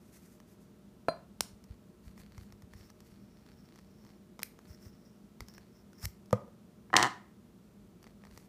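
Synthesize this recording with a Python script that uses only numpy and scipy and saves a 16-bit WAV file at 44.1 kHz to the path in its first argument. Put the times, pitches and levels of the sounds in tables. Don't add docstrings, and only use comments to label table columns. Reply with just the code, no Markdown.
import sys
import numpy as np
from scipy import signal
from scipy.fft import rfft, irfft, next_fast_len
from scipy.io import wavfile

SR = 44100
rng = np.random.default_rng(int(sys.argv[2]) if len(sys.argv) > 2 else 0)


def unload_audio(sound):
    columns = np.transpose(np.atleast_2d(sound))
    steps = np.round(np.clip(columns, -1, 1) * 32767)
    wavfile.write(sys.argv[1], SR, steps.astype(np.int16))


N = 373968
TIME = np.arange(N) / SR

# (frequency [Hz], relative level [dB])
TIP_CRACK = [(300, -15), (1500, -3), (3500, -3.5), (5500, 6), (7500, -1), (10000, -5), (13000, -1.5),
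             (16000, -14)]
# (middle [s], length [s], level [dB])
DRAGS = [(1.71, 0.11, -71), (2.08, 0.13, -67), (2.21, 0.13, -65), (2.39, 0.38, -69), (2.8, 0.27, -66),
         (3.08, .3, -71), (3.6, 1.1, -73.5), (4.09, .18, -72), (4.78, .6, -73.5), (5.413, .04, -56.5),
         (5.58, .3, -72), (8.07, .16, -73), (8.33, 0.32, -69)]


def from_db(db):
    return 10 ** (np.asarray(db) / 20)


def rms_one(x):
    return x / np.sqrt(np.mean(x ** 2) + 1e-20)


def at_hz(points, hz):
    table = np.array(points)
    return np.interp(np.log(np.maximum(hz, 1)), np.log(table[:, 0]), table[:, 1])


def level(strokes):
    gain = np.zeros(N)
    for middle, length, db in strokes:
        arch = np.cos(np.pi * np.clip((TIME - middle) / length, -.5, .5)) ** 1.4
        gain += from_db(db) * arch
    return gain


def drift(rate):
    knots = rng.standard_normal(N // 50)
    return np.interp(TIME * rate, np.arange(len(knots)), knots)


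def coloured(x, spectrum):
    size = 2 * next_fast_len(len(x) // 2 + 2048)
    hz = np.arange(size // 2 + 1) * SR / size
    gain = rms_one(from_db(at_hz(spectrum, hz)))
    cepstrum = irfft(np.log(gain))
    cepstrum[1:size // 2] *= 2
    cepstrum[size // 2 + 1:] = 0
    response = np.exp(rfft(cepstrum))
    return irfft(rfft(x, size) * response)[:len(x)]


def add(track, s, sound):
    start = int(s * SR)
    track[start:start + len(sound)] += sound[:N - start]


def ring(modes, scatter_db, detune):
    hz, db, t60 = np.transpose(modes)[:, :, None]
    t = TIME[:int(np.max(t60) * SR * 2)]
    strength, shift = rng.standard_normal((2, len(hz), 1))
    signs = (-1) ** np.arange(len(hz))[:, None]
    gain = signs * from_db(db + scatter_db * strength)
    decay = np.exp(-np.log(1000) * t / t60)
    tones = np.sin(2 * np.pi * hz * (1 + detune * shift) * t)
    return np.sum(gain * decay * tones, axis=0)


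def crack(spectrum, t60, spike=1.7):
    evenness = .6
    t = TIME[:2048]
    decay = np.exp(-np.log(1000) * t / t60)
    force = rng.standard_normal(len(t)) * decay
    force[0] = spike
    modes = rfft(force)
    even = irfft(modes / np.abs(modes) ** evenness)
    even = even * decay ** (1 / 8)
    same_energy = np.linalg.norm(force) / np.linalg.norm(even)
    return coloured(even * same_energy, spectrum)


def friction(spectrum, slips_per_s, slip_db, flutter_db):
    slips = (rng.random(N) < slips_per_s / SR) * rng.standard_normal(N)
    force = rng.standard_normal(N) + from_db(slip_db) * rms_one(slips)
    pressure = from_db(flutter_db * drift(70))
    return rms_one(coloured(force * pressure, spectrum))


def room_tone(waver):
    # (frequency [Hz], relative level [dB])
    air_colour = [(15, -69), (25, -43), (49, -8), (86, -12), (119, -8), (144, -11), (204, -1.5), (289, -15),
                  (359, -12), (482, -22), (614, -23.5), (741, -26.5), (1270, -30.5), (1750, -35.5),
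                  (15500, -45)]
    # (frequency [Hz], middle amplitude [dB])
    hum_tones = [(172.3, -70.5), (199.2, -65), (247.6, -81), (355.3, -75), (457.6, -74), (608.3, -75.5),
                 (1319, -85.5), (5755, -92.5)]
    air = from_db(-58) * rms_one(coloured(rng.standard_normal(N), air_colour))
    hum = np.zeros(N)
    for hz, db in hum_tones:
        gain = from_db(db + 2 * drift(8.6))
        hum += gain * np.sin(2 * np.pi * hz * TIME + waver * drift(9))
    return air + hum


def room(x, first_echo_s):
    # (frequency [Hz], time to fall by 60 dB [s])
    room_decay = [(100, 0.27), (500, 0.36), (1500, 0.42), (5000, 0.29), (9000, .3), (15000, .22)]
    t = TIME[:SR * 2 // 3]
    edges = np.geomspace(50, 16000, 10)
    tail = np.zeros(len(t))
    for low, high in zip(edges, edges[1:]):
        band_filter = signal.butter(2, [low, high], "band", fs=SR, output="sos")
        band = signal.sosfilt(band_filter, rng.standard_normal(len(t)))
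        t60 = at_hz(room_decay, np.sqrt(low * high))
        tail += band * np.exp(-np.log(1000) * t / t60)
    tail *= np.clip(t / first_echo_s, 0, 1) ** 2
    return signal.fftconvolve(x, tail / np.linalg.norm(tail))[:N]


def bench_knocks(knock_crack_db, thud_crack_db, wood_db, wood_t60):
    # (time [s], level [dB])
    knock = (1.0843, -17.5)
    # (time [s], level [dB])
    thuds = [(6.3285, -15), (6.478, -48.5)]
    # (frequency [Hz], level [dB], time to fall by 60 dB [s])
    knock_modes = [(165, -21, .12), (255, -14, .04), (560, -9, .05), (625, -17, .2), (665, 0, .04),
                   (1040, -9, .035), (1330, -8, .028), (1720, -17, .025), (2350, -20, .02),
                   (2700, -24, .015), (4100, -22, .03), (4145, -18, .13), (4630, -32, .17),
                   (6930, -43, .08), (8576, -36, .085), (9959, -44, .18), (11270, -52, .25)]
    # (frequency [Hz], level [dB], time to fall by 60 dB [s])
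    thud_modes = [(112.7, -6, 0.11), (203.5, -8.5, 0.08), (495, -2.5, 0.057), (586, -0.5, 0.0234),
                  (930, -7.5, 0.017), (1221, -8.5, 0.039), (1834, -32, .03), (2420, -48, .02)]
    # (frequency [Hz], relative level [dB])
    wood_colour = [(100, -22), (500, 5), (1200, -8), (2000, -3.5), (2800, -14), (3600, -14), (6000, -25.5),
                   (16000, -29)]
    out = np.zeros(N)
    blows = [(knock, knock_modes, knock_crack_db)]
    blows += [(thud, thud_modes, thud_crack_db) for thud in thuds]
    for (s, db), modes, crack_db in blows:
        add(out, s, from_db(db) * ring(modes, scatter_db=1.6, detune=0.003))
        add(out, s, from_db(db + wood_db) * crack(wood_colour, wood_t60))
        add(out, s, from_db(db + crack_db) * crack(TIP_CRACK, t60=0.0091))
    return out


def bounces(count):
    # (time [s], level [dB])
    handle_hits = [(6.9018, -49.5), (6.9301, -25), (6.9395, -15), (6.9548, -16.5)]
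    # (time [s], crack level [dB], first rattle level [dB], first gap [s])
    landings = [(6.9655, -10, -17.5, .0104), (7.0271, -17.5, -22, .0086)]
    handle_crack_db, rattle_crack_db = -24, -12
    landing_thud_db = -21
    gap_ratio, loss_db = .955, 1.9
    scatter_db = 2
    rows = [(s, db, db + handle_crack_db) for s, db in handle_hits]
    for s, crack_db, rattle_db, gap in landings:
        rows.append((s, landing_thud_db, crack_db))
        for k in range(count):
            s = s + gap * gap_ratio ** k
            db = rattle_db - loss_db * k + scatter_db * rng.standard_normal()
            rows.append((s, db, db + rattle_crack_db))
    return rows


def dropped_screwdriver(crack_t60):
    # (frequency [Hz], level [dB], time to fall by 60 dB [s])
    bench_modes = [(125, -23.5, 0.12), (220, -19, .08), (304.3, -14, .07), (367, -10, 0.045),
                   (490, -11.5, 0.023), (754, -4, 0.033), (1025, -1, 0.035), (1260, 0.5, .016),
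                   (1839, 1, .017), (2030, -5, 0.022), (2360, -14, 0.0049), (2980, -13, 0.014),
                   (4200, -21, 0.0067)]
    # (frequency [Hz], relative level [dB])
    shaft_colour = [(300, -10), (1200, -2), (2400, -3), (3000, 3.5), (3500, 0), (4200, 1), (5000, -2),
                    (6200, -3), (8000, -5), (10500, -17), (13000, -21), (16000, -28)]
    out = np.zeros(N)
    for s, body_db, steel_db in bounces(count=6):
        add(out, s, from_db(body_db) * ring(bench_modes, scatter_db=1, detune=0.034))
        add(out, s, from_db(steel_db) * crack(shaft_colour, crack_t60))
    return out


def hand_bumps():
    # (time [s], level [dB])
    bumps = [(1.407, -47), (1.525, -48), (1.698, -38), (2.065, -42), (2.374, -40.5), (2.409, -46),
             (2.522, -46), (2.629, -47), (2.742, -44), (4.696, -41.5), (4.856, -43.5), (5.408, -42),
             (6.033, -35.5), (6.053, -33.5)]
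    # (frequency [Hz], level [dB], time to fall by 60 dB [s])
    hand_modes = [(59.6, -0.5, 0.11), (98, 1, 0.08), (150, -11, 0.12)]
    strain_db = 7
    strain_filter = signal.butter(2, [36, 115], "band", fs=SR, output="sos")
    rumble = signal.sosfilt(strain_filter, rng.standard_normal(N))
    out = from_db(strain_db) * level(DRAGS) * rms_one(rumble)
    for s, db in bumps:
        add(out, s, from_db(db) * ring(hand_modes, scatter_db=1.5, detune=.07))
    return signal.sosfilt(signal.butter(2, 230, fs=SR, output="sos"), out)


def rubbing(skid_db, skid_hiss_db):
    # (middle [s], length [s], level [dB])
    slides = [(.1, .26, -72), (.165, 0.091, -65.5), (.25, 0.11, -65), (.34, .14, -68.5), (.51, .11, -68),
              (.625, .08, -74), (2.08, .14, -73), (2.2, 0.08, -65.5), (2.41, .18, -73), (2.81, 0.24, -72),
              (3.08, .2, -72.5), (4.7, 0.22, -72), (4.85, .13, -66.5), (8.38, 0.24, -70.5)]
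    # (middle [s], length [s], level [dB])
    tip_strokes = [(2.83, .22, -65), (3.55, 1.6, -75.5), (4.07, 0.22, -72.5), (4.72, .12, -62),
                   (4.85, .14, -62.5), (5.05, 0.58, -75), (5.53, 0.17, -61), (5.76, 0.23, -71),
                   (5.97, .1, -72)]
    # (frequency [Hz], relative level [dB])
    skin_colour = [(200, 0.5), (1000, -3.5), (2000, 3), (3200, -6.5), (6000, 1), (10000, -1), (14000, -1.5),
                   (16000, -15)]
    scrape_colour = [(400, -13.5), (1200, -6), (2050, -3.5), (3000, -44), (4400, -16), (4900, -3.5),
                     (5450, 6.5), (6300, -11), (9000, -26), (12000, -20.5), (16000, -4.5)]
    rubber_colour = [(300, -3), (1100, 0), (2000, 0), (2900, -6), (3800, -7), (4450, 1), (5100, -9),
                     (8000, -15), (16000, -20)]
    skin = friction(skin_colour, slips_per_s=720, slip_db=-4.0, flutter_db=2.5)
    steel = friction(scrape_colour, slips_per_s=600, slip_db=3, flutter_db=3.5)
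    rubber = friction(rubber_colour, slips_per_s=150, slip_db=5, flutter_db=3.2)
    skid_s, rise_s, stop_s = 6.0555, .019, 0.0018
    speed = np.exp(np.minimum((TIME - skid_s) / rise_s, (skid_s - TIME) / stop_s))
    skid = speed * (from_db(skid_db) * steel + from_db(skid_hiss_db) * skin)
    return level(slides) * skin + level(tip_strokes) * steel + level(DRAGS) * rubber + skid


def snaps(crack_t60, spike):
    # (time [s], crack level [dB], steel screech level [dB])
    releases = [(1.4076, -16, -37), (4.4316, -44, -23), (6.0548, -32, -28)]
    # (frequency [Hz], relative level [dB])
    snap_colour = [(100, -8), (250, -2), (600, 1), (1300, -1), (1800, -4), (4000, -3), (5400, 1), (7500, 0),
                   (9500, -1), (11000, -6), (16000, -10)]
    screech_colour = [(300, -16), (900, -18), (1600, -7), (2300, 0), (3200, -10), (5400, -1), (6500, -10),
                      (10500, -7), (13300, 1), (15000, -10)]
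    out = np.zeros(N)
    for s, crack_db, screech_db in releases:
        add(out, s, from_db(crack_db) * crack(snap_colour, crack_t60, spike))
        add(out, s, from_db(screech_db) * crack(screech_colour, crack_t60, spike))
    return out


def tip_ticks(slip_s):
    # (time [s], brass ring level [dB], bright edge level [dB])
    catches = [(0.401, -51.5, -58), (1.64, -62, -56), (2.177, -50, -60), (2.379, -47.5, -55.5),
               (2.523, -51, -54), (2.621, -52, -57), (2.735, -48, -55), (2.901, -50.5, -55.5),
               (3.004, -54.5, -54), (3.758, -54, -59), (3.788, -50.5, -59.5), (4.049, -54, -61),
               (4.3918, -38.5, -49), (4.3997, -44, -57), (4.4173, -52, -51), (4.4218, -44, -54),
               (4.589, -46, -59), (5.405, -38, -42.5), (5.484, -52, -48), (5.538, -59, -56),
               (5.58, -44, -53), (5.931, -57, -59), (6.029, -48, -46), (6.258, -70, -60), (6.308, -47, -55),
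               (8.028, -54, -54.5), (8.041, -49, -58), (8.067, -48.5, -64), (8.237, -49.5, -70),
               (8.251, -50, -59), (8.269, -51, -67), (8.375, -45, -46)]
    # (frequency [Hz], level [dB], time to fall by 60 dB [s])
    grip_modes = [(200, -5, 0.026), (478, -0.5, 0.012), (910, 2.5, 0.0092), (1260, 2.5, 0.0097)]
    # (frequency [Hz], level [dB], time to fall by 60 dB [s])
    brass_modes = [(1550, -2.5, 0.0057), (1856, -1, 0.011), (2370, -3, 0.0039), (3080, -6, 0.0056),
                   (3800, -11.5, 0.0055), (5420, -12, 0.019)]
    grip_db = -2
    out = np.zeros(N)
    for s, brass_db, edge_db in catches:
        grip = from_db(brass_db + grip_db) * ring(grip_modes, scatter_db=1, detune=.04)
        brass = from_db(brass_db) * ring(brass_modes, scatter_db=2, detune=.08)
        edge = from_db(edge_db) * crack(TIP_CRACK, t60=0.015, spike=3.0)
        for part in (grip, brass, edge):
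            add(out, s + slip_s, part)
    return out


def scene():
    ticks = tip_ticks(slip_s=0.00057)
    rubs = rubbing(skid_db=-37.5, skid_hiss_db=-46)
    hands = ticks + snaps(crack_t60=.008, spike=2.6) + rubs + hand_bumps()
    spill = signal.sosfilt(signal.butter(1, 5500, "high", fs=SR, output="sos"), hands)
    knocks = bench_knocks(knock_crack_db=-54, thud_crack_db=-21, wood_db=-18, wood_t60=0.042)
    tool = dropped_screwdriver(crack_t60=0.021)
    hands_to_room = from_db(-22) * hands + from_db(-23) * spill
    bench_to_room = from_db(-18) * knocks + from_db(-15.5) * tool
    echoes = room(hands_to_room + bench_to_room, first_echo_s=0.013)
    return (hands + knocks + tool + echoes + room_tone(waver=1.1))[None]


def record(dry):
    thinned = signal.sosfilt(signal.butter(2, 36, "high", fs=SR, output="sos"), dry)
    steep_cut = signal.ellip(10, .2, 70, 15400, fs=SR, output="sos")
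    return signal.sosfilt(steep_cut, thinned)


dry = scene()
out = record(dry)
unload_audio(out)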